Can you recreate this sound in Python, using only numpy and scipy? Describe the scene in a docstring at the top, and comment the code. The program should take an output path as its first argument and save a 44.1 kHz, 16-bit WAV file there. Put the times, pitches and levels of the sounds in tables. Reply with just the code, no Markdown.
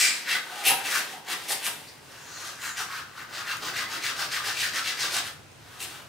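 """In a small workshop, a knife carves a block of rigid foam held down on a wooden bench.
First come a few hard pushes, one of them squealing, then quick sawing strokes, about seven a second,
and a last flick. The edge bursts thousands of tiny cells, each one a click. The clicks make the block
ring and the bench rumble, and the room echoes over a faint hiss and a low rumble of its own."""
import sys
import numpy as np
from scipy import signal
from scipy.fft import rfft, irfft, next_fast_len
from scipy.io import wavfile

SR = 44100
rng = np.random.default_rng(int(sys.argv[2]) if len(sys.argv) > 2 else 0)


def transcribe(u):
    """Save the signal u as a 16-bit wav file named by the first command-line argument.

    u: samples, shape (n,) or (channels, n), limited to [-1, 1]; the rate is SR.
    q: integer samples, one column per channel.
    """
    v = np.clip(np.atleast_2d(u).T, -1, 1)
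    q = np.round(v * 32767).astype(np.int16)
    wavfile.write(sys.argv[1], SR, q)


N = 268480
TIME = np.arange(N) / SR


def from_db(db):
    """Turn decibels into a number to multiply a sound by."""
    return 10 ** (np.asarray(db) / 20)


def unit_power(x):
    """Scale a sound so that its average power is 1."""
    return x / np.sqrt(np.mean(x ** 2) + 1e-20)


def at_hz(points, hz):
    """Read between the rows of a table, giving each octave equal room."""
    f, value = np.transpose(points)
    return np.interp(np.log(np.maximum(hz, 1)), np.log(f), value)


def colour(x, points, amount=1):
    """Turn frequencies up or down by a table's decibels times amount."""
    size = next_fast_len(x.shape[-1] + 512)
    hz = np.arange(size // 2 + 1) * SR / size
    return irfft(rfft(x, size) * from_db(amount * at_hz(points, hz)), size)[..., :x.shape[-1]]


def cut_lows(x, hz):
    """Filter away what lies below hz."""
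    return signal.sosfilt(signal.butter(4, hz, "high", fs=SR, output="sos"), x)


def ring(x, hz, width_hz):
    """Make a sound ring at one pitch; a narrower width rings longer."""
    r = np.exp(-np.pi * width_hz / SR)
    feedback = [1, -2 * r * np.cos(2 * np.pi * hz / SR), r * r]
    return signal.lfilter(np.array([1, 0, -1]) * (1 - r * r) / 2, feedback, x)


def gliding_ring(x, hz, width_hz):
    """Make a sound ring at a pitch that can move."""
    turn = np.exp(2j * np.pi * np.cumsum(hz) / SR)
    r = np.exp(-np.pi * width_hz / SR)
    return 2 * np.real(turn * signal.lfilter([1 - r], [1, -r], x / turn))


def drift(t, rate):
    """A random wobble, about 1 in size, that turns rate times a second."""
    knots = rng.standard_normal(4096)
    return np.interp((t - t[0]) * rate, np.arange(len(knots)), knots)


def swell(t, peak_s, rise, fall, squareness=2):
    """A bell-shaped rise and fall around the time peak_s."""
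    distance = np.abs((t - peak_s) / np.where(t < peak_s, rise, fall))
    return np.exp(-np.minimum(distance ** squareness, 50))


def stereo_noise(likeness):
    """Left and right noise: unrelated at likeness 0, the same at 1."""
    mid, side = rng.standard_normal((2, N))
    return np.sqrt((1 + likeness) / 2) * mid + np.sqrt((1 - likeness) / 2) * side * [[1], [-1]]


# tone of the air's hiss and of the low rumble (frequency [Hz], relative level [dB])
AIR_TONE = [(70, -28), (150, -3), (300, 0.5), (700, -4), (2400, -7.5), (9000, -17), (15500, -34)]
RUMBLE_TONE = [(25, -21), (55, -16), (104, -0.5), (150, -3), (220, -31), (600, -40)]
# how the rumble grows (time [s], level [dB])
RUMBLE_GROWTH = [(0, -76), (1.5, -65), (2.1, -60), (3.3, -58), (3.7, -56.5), (6.0, -55.5)]


def room_tone(air_db=-52):
    """Faint air noise and a low rumble that grows after the first cuts."""
    air = unit_power(colour(stereo_noise(likeness=0.24), AIR_TONE))
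    rumble = unit_power(colour(stereo_noise(likeness=0.77), RUMBLE_TONE))
    rumble_db = np.interp(TIME, *np.transpose(RUMBLE_GROWTH))
    return from_db(air_db) * air + from_db(rumble_db) * rumble


# how long the room rings (frequency [Hz], time to fade by 60 dB [s])
ROOM_FADE = [(150, 1), (1000, 0.39), (4000, 0.32), (14000, 0.31)]


def room_tail(bass_likeness=0.74, treble_likeness=0.21, first_s=0.004):
    """Many echoes blur into one tail; its treble dies sooner and sounds wider."""
    t = TIME[:SR * 6 // 10]
    hz = np.arange(len(t) // 2 + 1) * SR / len(t)
    mid, side = rfft(rng.standard_normal((2, len(t))))
    alike = at_hz([(700, bass_likeness), (3000, treble_likeness)], hz)
    noise = np.sqrt(1 + alike) * mid + np.sqrt(1 - alike) * side * [[1], [-1]]
    tail = 0
    for centre, fade_s in ROOM_FADE:
        band = at_hz([(f, f == centre) for f, _ in ROOM_FADE], hz)
        tail += irfft(noise * band, len(t)) * from_db(-60 * t / fade_s) * (t > first_s)
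    return unit_power(tail) / np.sqrt(len(t))


def workshop_echoes(x, tail_db=1.24, echo_s=0.0026, echo_db=-12, sway_hz=1.1):
    """Add one near echo and sway between two tails, as a moving blade stirs the room in changing ways."""
    echo = np.pad(x, (int(echo_s * SR), 0))[:N]
    sway = 2 * np.pi * sway_hz * TIME
    tails = sum(signal.fftconvolve((x * share)[None], room_tail(), axes=1)[:, :N]
                for share in (np.cos(sway), np.sin(sway)))
    return x + from_db(echo_db) * echo + from_db(tail_db) * tails


# the notes of the bench top (pitch [Hz], width [Hz], relative level [dB])
BENCH_NOTES = [(162, 22, -9), (457, 285, -5.5), (751, 240, 3), (1260, 150, -4.5)]
# shudders of the block (time [s], half length [s], level [dB])
JOLTS = [(0.354, 0.016, -43.5), (0.58, 0.12, -45.5), (0.67, .008, -34), (0.708, 0.0096, -25),
         (1.143, 0.054, -48), (1.297, 0.039, -47), (1.508, 0.0054, -33), (1.679, 0.025, -47),
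         (2.797, 0.02, -44), (4.483, 0.019, -44.5), (5.164, 0.0029, -32.5), (5.816, .008, -43.5)]


def jolts():
    """Under a hard push the block shudders on the wood and sets the bench top ringing."""
    force = sum(from_db(db) * swell(TIME, s, half, half) for s, half, db in JOLTS)
    rubbing = rng.standard_normal(N)
    wood = sum(from_db(db) * ring(ring(rubbing, hz, width), hz, width) for hz, width, db in BENCH_NOTES)
    return force * unit_power(wood)


# larger cell walls breaking (time [s], strength [dB])
SNAPS = [(1.329, -21), (1.666, -11), (3.569, -21), (5.167, -11)]


def snaps(crumbs_per_s=20, crumb_db=-45, spread_db=4, crack_s=0.00088):
    """Sharp cracks run through a few cells, over a faint ticking of crumbs."""
    crumbs = rng.random(N) < crumbs_per_s / SR
    clicks = crumbs * from_db(crumb_db + spread_db * rng.standard_normal(N))
    for s, db in SNAPS:
        clicks[int(s * SR)] = from_db(db)
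    fades = signal.lfilter([1], [1, -np.exp(-1 / (crack_s * SR))], clicks + 1e-18)
    return ring(fades * rng.standard_normal(N), hz=4500, width_hz=5000)


# squeals of the blade (time [s], half length [s], pitch [Hz], wobble [share of pitch], level [dB])
SQUEALS = [(0.034, 0.078, 2396, 0.14, -28.5), (0.038, 0.081, 4920, 0.11, -29),
           (0.02, 0.091, 7770, 0.11, -28.5), (0.667, 0.012, 2748, 0.13, -22.5),
           (0.678, 0.012, 13700, 0.065, -24), (0.684, 0.0034, 10890, 0.017, -18.5),
           (0.704, 0.01, 10870, 0.012, -26.5), (1.887, .014, 4850, 0.155, -49),
           (2.369, 0.14, 6480, 0.13, -48), (2.395, 0.11, 4250, 0.07, -48.5), (2.69, .08, 6960, 0.08, -45),
           (0.742, 0.067, 2674, 0.039, -41.5), (3.512, .027, 2740, 0.093, -40),
           (3.835, 0.029, 2023, 0.038, -38.5), (4.79, 0.024, 1348, 0.046, -33),
           (5.47, .035, 2500, 0.015, -64)]


def squeals(wobbles_per_s=1500, rough_db=3):
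    """The blade sticks and slips, making tones whose pitch and strength never hold still."""
    out = np.zeros(N)
    for s, half, hz, wobble, db in SQUEALS:
        near = np.abs(TIME - s) < 3 * half
        t = TIME[near]
        phase = 2 * np.pi * np.cumsum(hz * (1 + wobble * drift(t, wobbles_per_s))) / SR
        tone = unit_power(np.sin(phase) * from_db(rough_db * drift(t, wobbles_per_s / 2)))
        out[near] += from_db(db) * swell(t, s, half, half) * tone
    return cut_lows(out, hz=250)  # the squeals carry nothing below about 250 Hz


def bursting_cells(t, per_s, judder_db, spread_db=3, judders_per_s=220):
    """Clicks of uneven size bunch up as the edge catches and lets go; more clicks are no louder."""
    chance = np.clip(per_s / SR, 1e-4, 1)
    sizes = unit_power(from_db(spread_db * np.minimum(rng.exponential(1, len(t)), 5)))
    bursts = rng.random(len(t)) < chance
    clicks = bursts * rng.choice([-1, 1], len(t)) * sizes / np.sqrt(chance)
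    return clicks * unit_power(from_db(judder_db * drift(t, judders_per_s)))


# how the four parts of a cut answer the blade; the rows are bench, block, rasp and fizz
# (base level [dB], change with force [dB/dB], change with brightness [dB/dB], power of speed [exponent])
PART_RESPONSE = [(-47, .5, 0, 0.64), (-35.5, 0.86, -0.3347, 0.9), (-34, 1.05, 0, 1.08),
                 (-45, 1.05, 0.8854, 1.51)]


def part_levels(force_db, bright_db, bench_db, block_db=0):
    """Levels of bench, block, rasp and fizz: more force raises the treble fastest."""
    bench, block, rasp, fizz = [db + per_force * force_db + per_bright * bright_db
                                for db, per_force, per_bright, _ in PART_RESPONSE]
    return bench + bench_db, block + block_db, rasp, fizz


# tone of each part of a cut, from low to high (frequency [Hz], relative level [dB])
BENCH_TONE = [(60, -45), (125, -22), (170, -7), (330, -1.5), (800, 3), (980, 5.5), (1500, -13)]
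BLOCK_TONE = [(400, -41), (950, -2.5), (1250, 2.5), (2050, 0), (2450, -1), (4500, -12.5)]
RASP_TONE = [(1200, -19), (2700, 3.5), (3300, 2.5), (4600, 1.5), (6500, -2), (7900, -7.5), (9000, -14),
             (12000, -70)]
FIZZ_TONE = [(5000, -35), (8000, 4), (9500, 6.5), (12000, 3), (14000, 0.5), (16000, -8.5)]


def cutting(t, speed, block_hz, rasp_hz, levels_db, judder_db, block_width_hz):
    """A faster edge bursts more cells; we hear them directly and through the block and bench."""
    cells_per_s = 1100 + 11000 * speed
    cells, block_cells, bench_cells = [bursting_cells(t, cells_per_s, judder_db) for _ in range(3)]
    # the catching edge throws the block's pitch about
    wandering_hz = block_hz * (1 + 0.14 * drift(t, rate=70))
    block = gliding_ring(block_cells, wandering_hz, block_width_hz) + from_db(-13) * block_cells
    block = cut_lows(block, 0.59 * np.mean(block_hz))  # it gives off little below its own pitch
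    # the chip being shaved off favours a pitch of its own
    rasp = gliding_ring(cells, rasp_hz * np.ones_like(t), width_hz=1300) + from_db(4.5) * cells
    parts = [colour(bench_cells, BENCH_TONE), colour(block, BLOCK_TONE),
             colour(rasp, RASP_TONE), colour(cells, FIZZ_TONE)]
    return sum(from_db(db) * speed ** power * unit_power(part)
               for db, (*_, power), part in zip(levels_db, PART_RESPONSE, parts))


# the tone as the hold on the knife changes
# (time [s], block pitch while dragging [Hz], rasp pitch [Hz], brightness [dB], extra bench level [dB])
GRIP = [(0, 2270, 6000, 4, -4.5), (.58, 1350, 3000, 5, 2), (1.5, 2270, 3300, 7, 2),
        (1.85, 2100, 3800, 10, -0.5), (2.3, 1423, 6340, 2, 0.5), (2.75, 1440, 6600, 6, -4),
        (3.0, 1370, 4080, -7, -5.5), (3.75, 1590, 4260, -5.5, 5), (4.55, 1760, 4800, 2, 1),
        (5.0, 1960, 4600, -3.5, 1.5), (5.2, 1670, 4080, 5, 0), (6.0, 1290, 3550, 6, -0.5)]


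def grip(t):
    """Grip and blade depth change the tone; look up its four settings at time t."""
    times, *columns = np.transpose(GRIP)
    return [np.interp(t, times, column) for column in columns]


# how hard the blade leans on the foam between strokes (time [s], force [dB])
DRAG_FORCE = [(.16, 0.5), (.25, -9.5), (.45, -10), (.58, -3), (1.14, -7), (1.23, -25), (1.43, -5),
              (1.86, -13.5), (2.0, -24.5), (2.12, -13), (2.25, -13.5), (2.48, -1), (2.57, -14.5),
              (5.45, -42), (5.7, -15.5), (5.95, -8), (6.09, -24)]


def dragging(speed=0.58):
    """The blade scrapes lightly and slowly while it rests in the cut."""
    block_hz, rasp_hz, bright_db, bench_db = grip(TIME)
    force_db = np.interp(TIME, *np.transpose(DRAG_FORCE))
    levels_db = part_levels(force_db, bright_db, bench_db)
    return cutting(TIME, speed, block_hz, rasp_hz, levels_db, judder_db=1.5, block_width_hz=500)


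def stroke(peak_s, rise, fall, block_hz, glide, rasp_hz, levels_db, judder_db, block_width_hz):
    """The blade speeds up and slows down once; a negative glide makes the block's pitch sink."""
    reach = SR // 4
    samples = int(peak_s * SR) + np.arange(-reach, reach)
    t = samples / SR
    speed = swell(t, peak_s, rise, fall, squareness=2.5)
    travel = np.tanh(2 * (t - peak_s) / (rise + fall))  # runs from -1 to 1
    sound = cutting(t, speed, block_hz * (1 + glide * travel), rasp_hz, levels_db, judder_db, block_width_hz)
    heard = (samples >= 0) & (samples < N)
    out = np.zeros(N)
    out[samples[heard]] = sound[heard]
    return out


# single pushes of the knife (time of top speed [s], rise [s], fall [s], force [dB],
# block pitch [Hz], rasp pitch [Hz], brightness [dB], extra block level [dB])
HARD_CUTS = [(0.01, 0.056, 0.068, 9.5, 2220, 7500, 5, 0.5), (0.326, 0.055, 0.048, 4, 1950, 3740, -1, 4),
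             (0.676, 0.034, .044, 8, 2200, 2600, 10.5, 2), (0.872, 0.037, 0.032, -1, 1980, 3000, 6, 3),
             (0.963, 0.081, 0.044, 3.5, 1820, 5850, 7.5, 5.5), (1.321, 0.045, 0.028, 0, 1490, 3280, 6, 3),
             (1.515, 0.033, 0.02, 4, 1830, 5500, 13, 0), (1.677, 0.054, 0.012, 1, 1560, 2700, 12.5, 4),
             (5.169, 0.0037, 0.029, 2, 1380, 3500, -5, -1),
             (5.819, 0.022, 0.038, -3.5, 1920, 7900, 11.5, -8)]


def hard_cuts(glide=-0.092):
    """A deep cut crunches and damps the ringing of the block."""
    out = np.zeros(N)
    for s, rise, fall, force_db, block_hz, rasp_hz, bright_db, block_db in HARD_CUTS:
        *_, bench_db = grip(s)
        levels_db = part_levels(force_db, bright_db, bench_db, block_db)
        out += stroke(s, rise, fall, block_hz, glide, rasp_hz, levels_db,
                      judder_db=2.96, block_width_hz=680)
    return out


# a push builds slowly, hisses higher and leans on the bench; a pull peaks sooner and sinks more in pitch
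# (speeding up [share of stroke], rasp shift [octaves], glide [share of pitch], extra bench level [dB])
PUSH = (0.58, 0.14, -0.074, 0.69)
PULL = (0.49, -0.07, -0.37, -4.5)
# sawing strokes (time of top speed [s], direction [PUSH or PULL], length [s], force [dB],
# block pitch [Hz], extra block level [dB])
SAW_STROKES = [(2.665, PUSH, 0.11, -5.5, 1500, 5.5), (2.801, PULL, 0.08, -1.5, 1500, 1),
               (2.959, PUSH, 0.13, -8, 1500, 4.5), (3.201, PUSH, 0.095, -14.5, 1380, 5),
               (3.382, PUSH, 0.12, -5, 1480, 0.5), (3.504, PULL, 0.095, -3.5, 1450, 3),
               (3.672, PUSH, 0.1, -0.5, 1490, -2), (3.792, PULL, .1, 0, 1640, 0.5),
               (3.944, PUSH, 0.1, -2, 1570, -0.5), (4.066, PULL, 0.1, 2, 1670, 0.5),
               (4.219, PUSH, 0.099, 1.6, 1360, -0.5), (4.349, PULL, 0.091, 1.5, 1760, 1),
               (4.487, PUSH, 0.11, 1.5, 1500, 1.5), (4.624, PULL, 0.13, 4, 1900, -2),
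               (4.774, PUSH, 0.08, 3.5, 1790, -0.5), (4.88, PULL, 0.097, 2.3, 1950, -4),
               (5.034, PUSH, 0.115, 3, 1840, -2), (5.153, PUSH, 0.092, 3.5, 1640, -0.5),
               (5.264, PULL, 0.076, -6.5, 1690, -0.5)]


def sawing():
    """Quick pushes and pulls rasp through the foam."""
    out = np.zeros(N)
    for s, (rising, octaves, glide, lean_db), length, force_db, block_hz, block_db in SAW_STROKES:
        _, rasp_hz, bright_db, bench_db = grip(s)
        rise = length * rising
        levels_db = part_levels(force_db, bright_db, bench_db + lean_db, block_db)
        out += stroke(s, rise, length - rise, block_hz, glide, rasp_hz * 2 ** octaves, levels_db,
                      judder_db=2.4, block_width_hz=380)
    return out


# how much louder the work is on the left (frequency [Hz], left over right [dB])
BALANCE = [(700, -1), (1400, 1.5), (2800, 2), (5500, 0.6), (12000, 1.5)]


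def scene():
    """The work on the bench, too light for deep bass, a little to the left, in its room."""
    work = hard_cuts() + sawing() + dragging() + squeals() + snaps() + jolts()
    left, right = workshop_echoes(from_db(-1.55) * cut_lows(work, hz=105))
    placed = np.array([colour(left, BALANCE, 1 / 2), colour(right, BALANCE, -1 / 2)])
    return placed + room_tone()


def record(dry):
    """Cut away the highest treble steeply, above 15700 Hz."""
    return signal.sosfilt(signal.ellip(12, 0.1, 90, 15700, fs=SR, output="sos"), dry)


dry = scene()
out = record(dry)
transcribe(out)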